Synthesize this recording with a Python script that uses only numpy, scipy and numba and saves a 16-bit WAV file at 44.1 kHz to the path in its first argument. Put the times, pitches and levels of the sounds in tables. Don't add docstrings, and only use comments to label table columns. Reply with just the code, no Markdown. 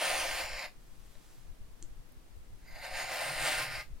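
import sys
import numpy as np
from scipy import signal
from scipy.fft import rfft, irfft
from scipy.io import wavfile
from numba import njit

SR = 44100
rng = np.random.default_rng(int(sys.argv[2]) if len(sys.argv) > 2 else 0)


def transcribe(signal):
    frames = np.atleast_2d(signal).T
    limited = np.clip(frames, -1, 1)
    pcm = np.round(limited * 32767).astype(np.int16)
    wavfile.write(sys.argv[1], SR, pcm)


N = 176400
TIME = np.arange(N) / SR
THREADS_PER_S, GRIT_PER_S = 5000, 9000


def undb(db):
    return 10 ** (np.asarray(db) / 20)


def unit(x):
    return x / np.sqrt(np.mean(x ** 2))


def control(rows, column=1):
    rows = np.array(rows)
    return np.interp(TIME, rows[:, 0], rows[:, column])


def fader(rows):
    return undb(np.interp(TIME, *np.array(rows).T, left=-120, right=-120))


def wander(per_s):
    return np.interp(TIME * per_s, np.arange(1000), rng.standard_normal(1000))


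def grains(per_s):
    impulses = (rng.random(N) < per_s / SR) * rng.choice([-1, 1], N)
    return impulses * undb(np.minimum(rng.exponential(size=N), 5))


def colour(x, points):
    hz, db = np.array(points, float).T
    gain = undb(np.interp(np.log(np.arange(N // 2 + 1) * SR / N + 1e-3), np.log(hz), db))
    cepstrum = irfft(np.log(gain), N)
    cepstrum[1:N // 2] *= 2
    cepstrum[N // 2 + 1:] = 0
    return unit(irfft(rfft(x) * np.exp(rfft(cepstrum)), N))


@njit
def resonance(x, hz, k):
    y, state, low = np.empty(len(x)), 0., 0.
    for i in range(len(x)):
        g = np.tan(np.pi * min(hz[i] / SR, .45))
        v = (state + g * (x[i] + 1e-18 - low)) / (1 + g * (g + k))
        state, low, y[i] = 2 * v - state, low + 2 * g * v, k * v
    return y


def band(x, hz, width, shift=1):
    return resonance(x, np.ones(N) * hz * shift, float(width / hz))


def ring(x, modes, shift=1):
    body = 0
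    for k, (hz, width, db) in enumerate(modes):
        broad = 1.62 * width
        body += (-1) ** k * undb(db) * band(band(x, hz, broad, shift), hz, broad, shift)
    return unit(body)


def struck(at, modes):
    age = np.maximum(TIME - at, 0)
    body = sum(undb(db) * np.sin(2 * np.pi * hz * age) * np.exp(-np.pi * width * age)
               for hz, width, db in modes)
    return body / abs(body).max()


def judder(per_s=170, jitter=.45, scatter_db=1.5, decay_s=0.0048, drag=0.93):
    gap, size = rng.standard_normal((N // 50, 2)).T
    at = (np.cumsum(np.exp(jitter * gap)) / per_s * SR).astype(int)
    slips = np.bincount(at[at < N], undb(scatter_db * size)[at < N], N)
    return unit(drag + signal.lfilter([1], [1, -np.exp(-1 / (decay_s * SR))], slips))


# t/s, f/Hz, level/dB against the rasp
BLADE_LOW = [(0, 6700, -24), (.13, 6800, -14), (.21, 6400, -16), (.28, 6600, -16), (.37, 7100, -16),
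             (.5, 7100, -13.5), (.65, 6800, -20), (2.7, 6660, -9), (2.88, 6800, -26), (3.0, 6770, -11),
             (3.1, 6900, -15), (3.32, 6640, -25), (3.45, 7240, -13), (3.56, 8200, -20), (3.66, 7250, -33),
             (3.8, 7160, -24)]
BLADE_HIGH = [(0, 8950, -10), (.21, 9100, -10), (.33, 8800, -15), (.5, 8900, -15), (.65, 8600, -30),
              (2.75, 8700, -17), (2.87, 8760, -15), (3.0, 8900, -12.5), (3.13, 8560, -15.5),
              (3.25, 8700, -7.5), (3.33, 8900, -8.5), (3.42, 8600, -7.5), (3.52, 8650, -10),
              (3.63, 9040, -12.5), (3.8, 8800, -17.5)]
def blade(scrape, curve, relative_width):
    hz = control(curve)
    tone = resonance(resonance(scrape, hz, relative_width), hz, relative_width)
    return undb(control(curve, column=2)) * unit(tone)


# t/s, thread share/0-1
IN_CLOTH = [(0, 1), (.22, 0.82), (.3, 0.82), (.41, 0.75), (.48, 0.27), (2.78, 0.15), (2.85, 0.34),
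            (2.9, 0.33), (2.99, 0.5), (3.07, 0.5), (3.16, 0.75), (3.38, 0.6), (3.44, 1), (3.62, 0.72),
            (3.68, 0.45)]
# f/Hz, level/dB
THREAD_EQ = [(100, -30), (240, -13), (330, -8.5), (420, -13.5), (600, -2), (1000, -5.5), (1200, -4.5),
             (1800, -0.5), (2600, 0), (3800, -6), (4600, -6.5), (6000, -12), (7000, -12.5), (7800, -14),
             (10300, -10.5), (12300, -15), (14200, -13), (16000, -19)]
# t/s, pitch factor
HOLLOW_SHIFT = [(0, 1.06), (.22, 1.17), (.36, 1.03), (.5, 1.06), (.68, 0.97), (2.7, 0.97), (2.8, .93),
                (2.92, 0.97), (3.12, 1.01), (3.42, 0.96), (3.57, 1.02), (3.68, 1.01), (3.8, 1.025)]
# f/Hz, width/Hz, level/dB
HOLLOW_MODES = [(1012, 240, -5), (1620, 300, -5), (2074, 310, 3.5), (2440, 330, -1), (2760, 330, -5),
                (4030, 770, -6), (4650, 360, -3.5), (5184, 330, -3), (7320, 510, -18), (13700, 4100, -26)]
# f/Hz, width/Hz
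HOLLOW_NOTCHES = [(1280, 18), (3430, 205), (6120, 220), (7900, 100), (9850, 290)]
def wheel_rasp(surge, grit, snaps, wobble_per_s=17, flicker_db=3):
    cloth = control(IN_CLOTH)
    shift = control(HOLLOW_SHIFT) * (1 + 0.0075 * wander(wobble_per_s))
    rasp = np.sqrt(cloth) * colour(snaps, THREAD_EQ)
    rasp += np.sqrt(1 - cloth) * ring(grit, HOLLOW_MODES, shift)
    treble = band(rasp, hz=11400, width=1900, shift=1 + 0.058 * wander(wobble_per_s))
    rasp += (undb(flicker_db * wander(wobble_per_s)) - 1) * treble
    scrape = surge * grains(THREADS_PER_S)
    rasp += blade(scrape, BLADE_LOW, 0.11) + blade(scrape, BLADE_HIGH, 0.1)
    for hz, width in HOLLOW_NOTCHES * 2:
        rasp -= (1 - cloth) * band(rasp, hz, width, shift)
    return unit(rasp)


# f/Hz, width/Hz, level/dB
RULER_MODES = [(1240, 10.3, 2), (1421, 25, 2), (1538, 22, 1), (1593, 17.7, 6), (1833, 41, 1),
               (1995, 8.3, -10), (2056, 29, 5), (2247, 79, -11), (2423, 6.6, -18), (2580, 30, -3),
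               (2748, 31, 0), (3190, 24, -21)]
# t/s, level/dB against the rasp
RULER_CONTACT = [(0, -12), (.65, -11), (2.7, -8), (3.35, -7.5), (3.52, -5.5), (3.8, -3)]
def ruler(surge):
    return undb(control(RULER_CONTACT)) * ring(surge * grains(GRIT_PER_S), RULER_MODES)


def pressure(curve, column, landing_s=.05, lift_s=.005):
    early = np.maximum(curve[0][0] - TIME, 0)
    late = np.maximum(TIME - curve[-1][0], 0)
    return undb(control(curve, column)) * np.exp(-early / landing_s - late / lift_s)


# f/Hz, width/Hz, level/dB
TABLE_MODES = [(532, 25.6, -2.5), (595.3, 25, 2), (687, 49, -10.5), (719, 51, 3), (763.5, 28, -6.5),
               (832, 16.7, 1.5), (933, 35, -10.5), (988, 32, -10), (1046, 58, -18)]
# t/s, rasp level/dB, table top level/dB
FIRST_STROKE = [(0.0, -34, -36.5), (0.056, -32, -41), (0.132, -35, -39.5), (0.21, -34.5, -45),
                (0.23, -36.5, -38.5), (0.306, -37, -45.5), (0.378, -36, -43.5), (0.482, -44, -49.5),
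                (0.56, -41.5, -50.5), (0.648, -42.5, -49.5), (0.662, -47, -51)]
SECOND_STROKE = [(2.68, -62.5, -70), (2.762, -54.5, -56), (2.815, -50, -55), (2.85, -42, -45.5),
                 (2.885, -48, -49.5), (2.985, -37.5, -44), (3.075, -44, -49), (3.1, -38.5, -43),
                 (3.26, -38, -42), (3.38, -39, -47), (3.47, -32, -41.5), (3.53, -34.5, -44),
                 (3.575, -35, -44.5), (3.618, -33.5, -46), (3.678, -44.5, -51.5), (3.72, -40.5, -58),
                 (3.79, -43.5, -52), (3.812, -41.5, -51.5)]
def stroke(curve, rasp_trim_db=-1, table_trim_db=0.2):
    surge = judder()
    grit = surge * grains(GRIT_PER_S)
    snaps = abs(surge) ** 0.48 * grains(THREADS_PER_S)
    rasp = pressure(curve, column=1) * (wheel_rasp(surge, grit, snaps) + ruler(surge))
    table_top = pressure(curve, column=2) * ring(grit + snaps, TABLE_MODES)
    return undb(rasp_trim_db) * rasp + undb(table_trim_db) * table_top


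def wide_noise(eq, spread):
    mid, side = (colour(rng.standard_normal(N), eq) for _ in range(2))
    return mid + spread * side * np.array([[1], [-1]])


# f/Hz, level/dB
HISS_EQ = [(71, -19.5), (120, -3), (339, -7.5), (509, -12), (586, -12.5), (2390, -20.5), (5170, -24),
           (6730, -25), (9320, -25.5), (15500, -30)]
RUMBLE_EQ = [(5, -5.5), (14, -6.5), (28, -9.5), (50, -16), (75, -23.5), (120, -27), (200, -41),
             (500, -78.5)]
def room_tone():
    swell = unit(undb(8 * np.tanh(wander(per_s=23))))
    hiss = undb(-65) * wide_noise(HISS_EQ, spread=0.91)
    rumble = undb(-50.5) * swell * wide_noise(RUMBLE_EQ, spread=0.76)
    return hiss + rumble * undb([[2], [-2]])


# t/s, level/dB
RUSTLE_FADER = [(.8, -74), (1.05, -68), (1.22, -67), (1.32, -65.5), (1.5, -74.5)]
# f/Hz, level/dB
RUSTLE_EQ = [(200, -17), (600, -9.5), (3300, -11), (8000, -11), (16000, -15)]
def arm_rustle():
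    return fader(RUSTLE_FADER) * colour(grains(THREADS_PER_S), RUSTLE_EQ)


# f/Hz, width/Hz, level/dB
TAP_MODES = [(600, 50, -0.5), (1860, 90, -4), (2024, 60, -4), (3900, 97, 0), (4231, 110, -7)]
def finger_tap():
    return undb(-48) * struck(at=1.154, modes=TAP_MODES)


# t/s, tick level/dB, plastic level/dB, handle knock level/dB, tick f/Hz, tick width/Hz
CLICKS = [(1.826, -32.5, -40.5, -52.5, 6750, 2400), (2.091, -48, -75, -87, 13000, 6000),
          (2.122, -46, -75, -85, 12300, 6000)]
# f/Hz, width/Hz, level/dB
PLASTIC_MODES = [(2140, 120, -9), (3220, 240, 3), (3900, 120, -10), (4300, 58, -5), (5900, 120, -4),
                 (6450, 160, -7), (8230, 91, 3)]
def cutter_clicks(knock_hz=335, knock_s=0.02):
    out = np.zeros(N)
    for at, tick_db, ring_db, knock_db, hz, width in CLICKS:
        age = np.maximum(TIME - at, 0)
        tick = band(band(signal.unit_impulse(N, int(at * SR)), hz, width), hz, width)
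        knock = np.sin(2 * np.pi * knock_hz * age) * np.exp(-age / knock_s)
        out += undb(tick_db) * tick / abs(tick).max()
        out += undb(ring_db) * struck(at, PLASTIC_MODES) + undb(knock_db) * knock
    return out


# t/s, level/dB
BITE_FADER = [(2.65, -90), (2.675, -56), (2.71, -62), (2.74, -58), (2.82, -54), (2.87, -70)]
# f/Hz, width/Hz, level/dB
BITE_MODES = [(2043, 110, 1), (4770, 320, -12.5), (12800, 4900, -21.5)]
def wheel_bite():
    return fader(BITE_FADER) * ring(grains(GRIT_PER_S), BITE_MODES)


# t/s, level/dB
THRUM_FADER = [(2.7, -76), (3.22, -68), (3.33, -49.5), (3.37, -76), (3.43, -47.5), (3.49, -62),
               (3.65, -52.5), (3.8, -61), (3.9, -74)]
# f/Hz, width/Hz, level/dB
THRUM_MODES = [(115.7, 11.5, 6.5), (150.4, 10.4, 2.5)]
def table_thrum():
    return fader(THRUM_FADER) * ring(rng.standard_normal(N), THRUM_MODES)


# t/s, peak level/dB before the trim
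CRACKS = [(2.818, -30), (2.9108, -24), (2.9756, -31), (3.096, -36), (3.4593, -9), (3.5204, -27),
          (3.6073, -19)]
def thread_cracks(trim_db=-10):
    snap = colour(signal.unit_impulse(N), THREAD_EQ)
    at, db = np.array(CRACKS).T
    hits = np.bincount((at * SR).astype(int), undb(db + trim_db), N)
    return signal.fftconvolve(hits, snap / abs(snap).max())[:N]


def room_reverb(send, t60_s=0.19, predelay_s=0.0036, spread=0.64, wider_above_hz=2200):
    t = np.arange(SR // 2) / SR
    mid, side = rng.standard_normal((2, len(t))) * undb(-60 * t / t60_s) * (t > predelay_s)
    low_side = signal.lfilter(*signal.butter(1, wider_above_hz, fs=SR), side)
    side = spread * (side - 0.11 * low_side)
    tails = (mid + side, mid - side)
    return np.array([signal.fftconvolve(send, tail / np.linalg.norm(tail))[:N] for tail in tails])


def scene(left_delay_s=.000028):
    cuts = wheel_bite() + stroke(FIRST_STROKE) + stroke(SECOND_STROKE) + thread_cracks()
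    arm = table_thrum() + arm_rustle()
    ticks = finger_tap() + cutter_clicks()
    right = cuts + arm + ticks
    hz = np.arange(N // 2 + 1) * SR / N
    left = irfft(rfft(right) * np.exp(-2j * np.pi * hz * left_delay_s), N)
    send = undb(-4.5) * (cuts + arm) + undb(-9) * ticks
    return np.array([left, right]) + room_reverb(send) + room_tone()


def record(dry):
    return signal.sosfilt(signal.ellip(10, .2, 70, 15800, fs=SR, output="sos"), dry)


dry = scene()
out = record(dry)
transcribe(out)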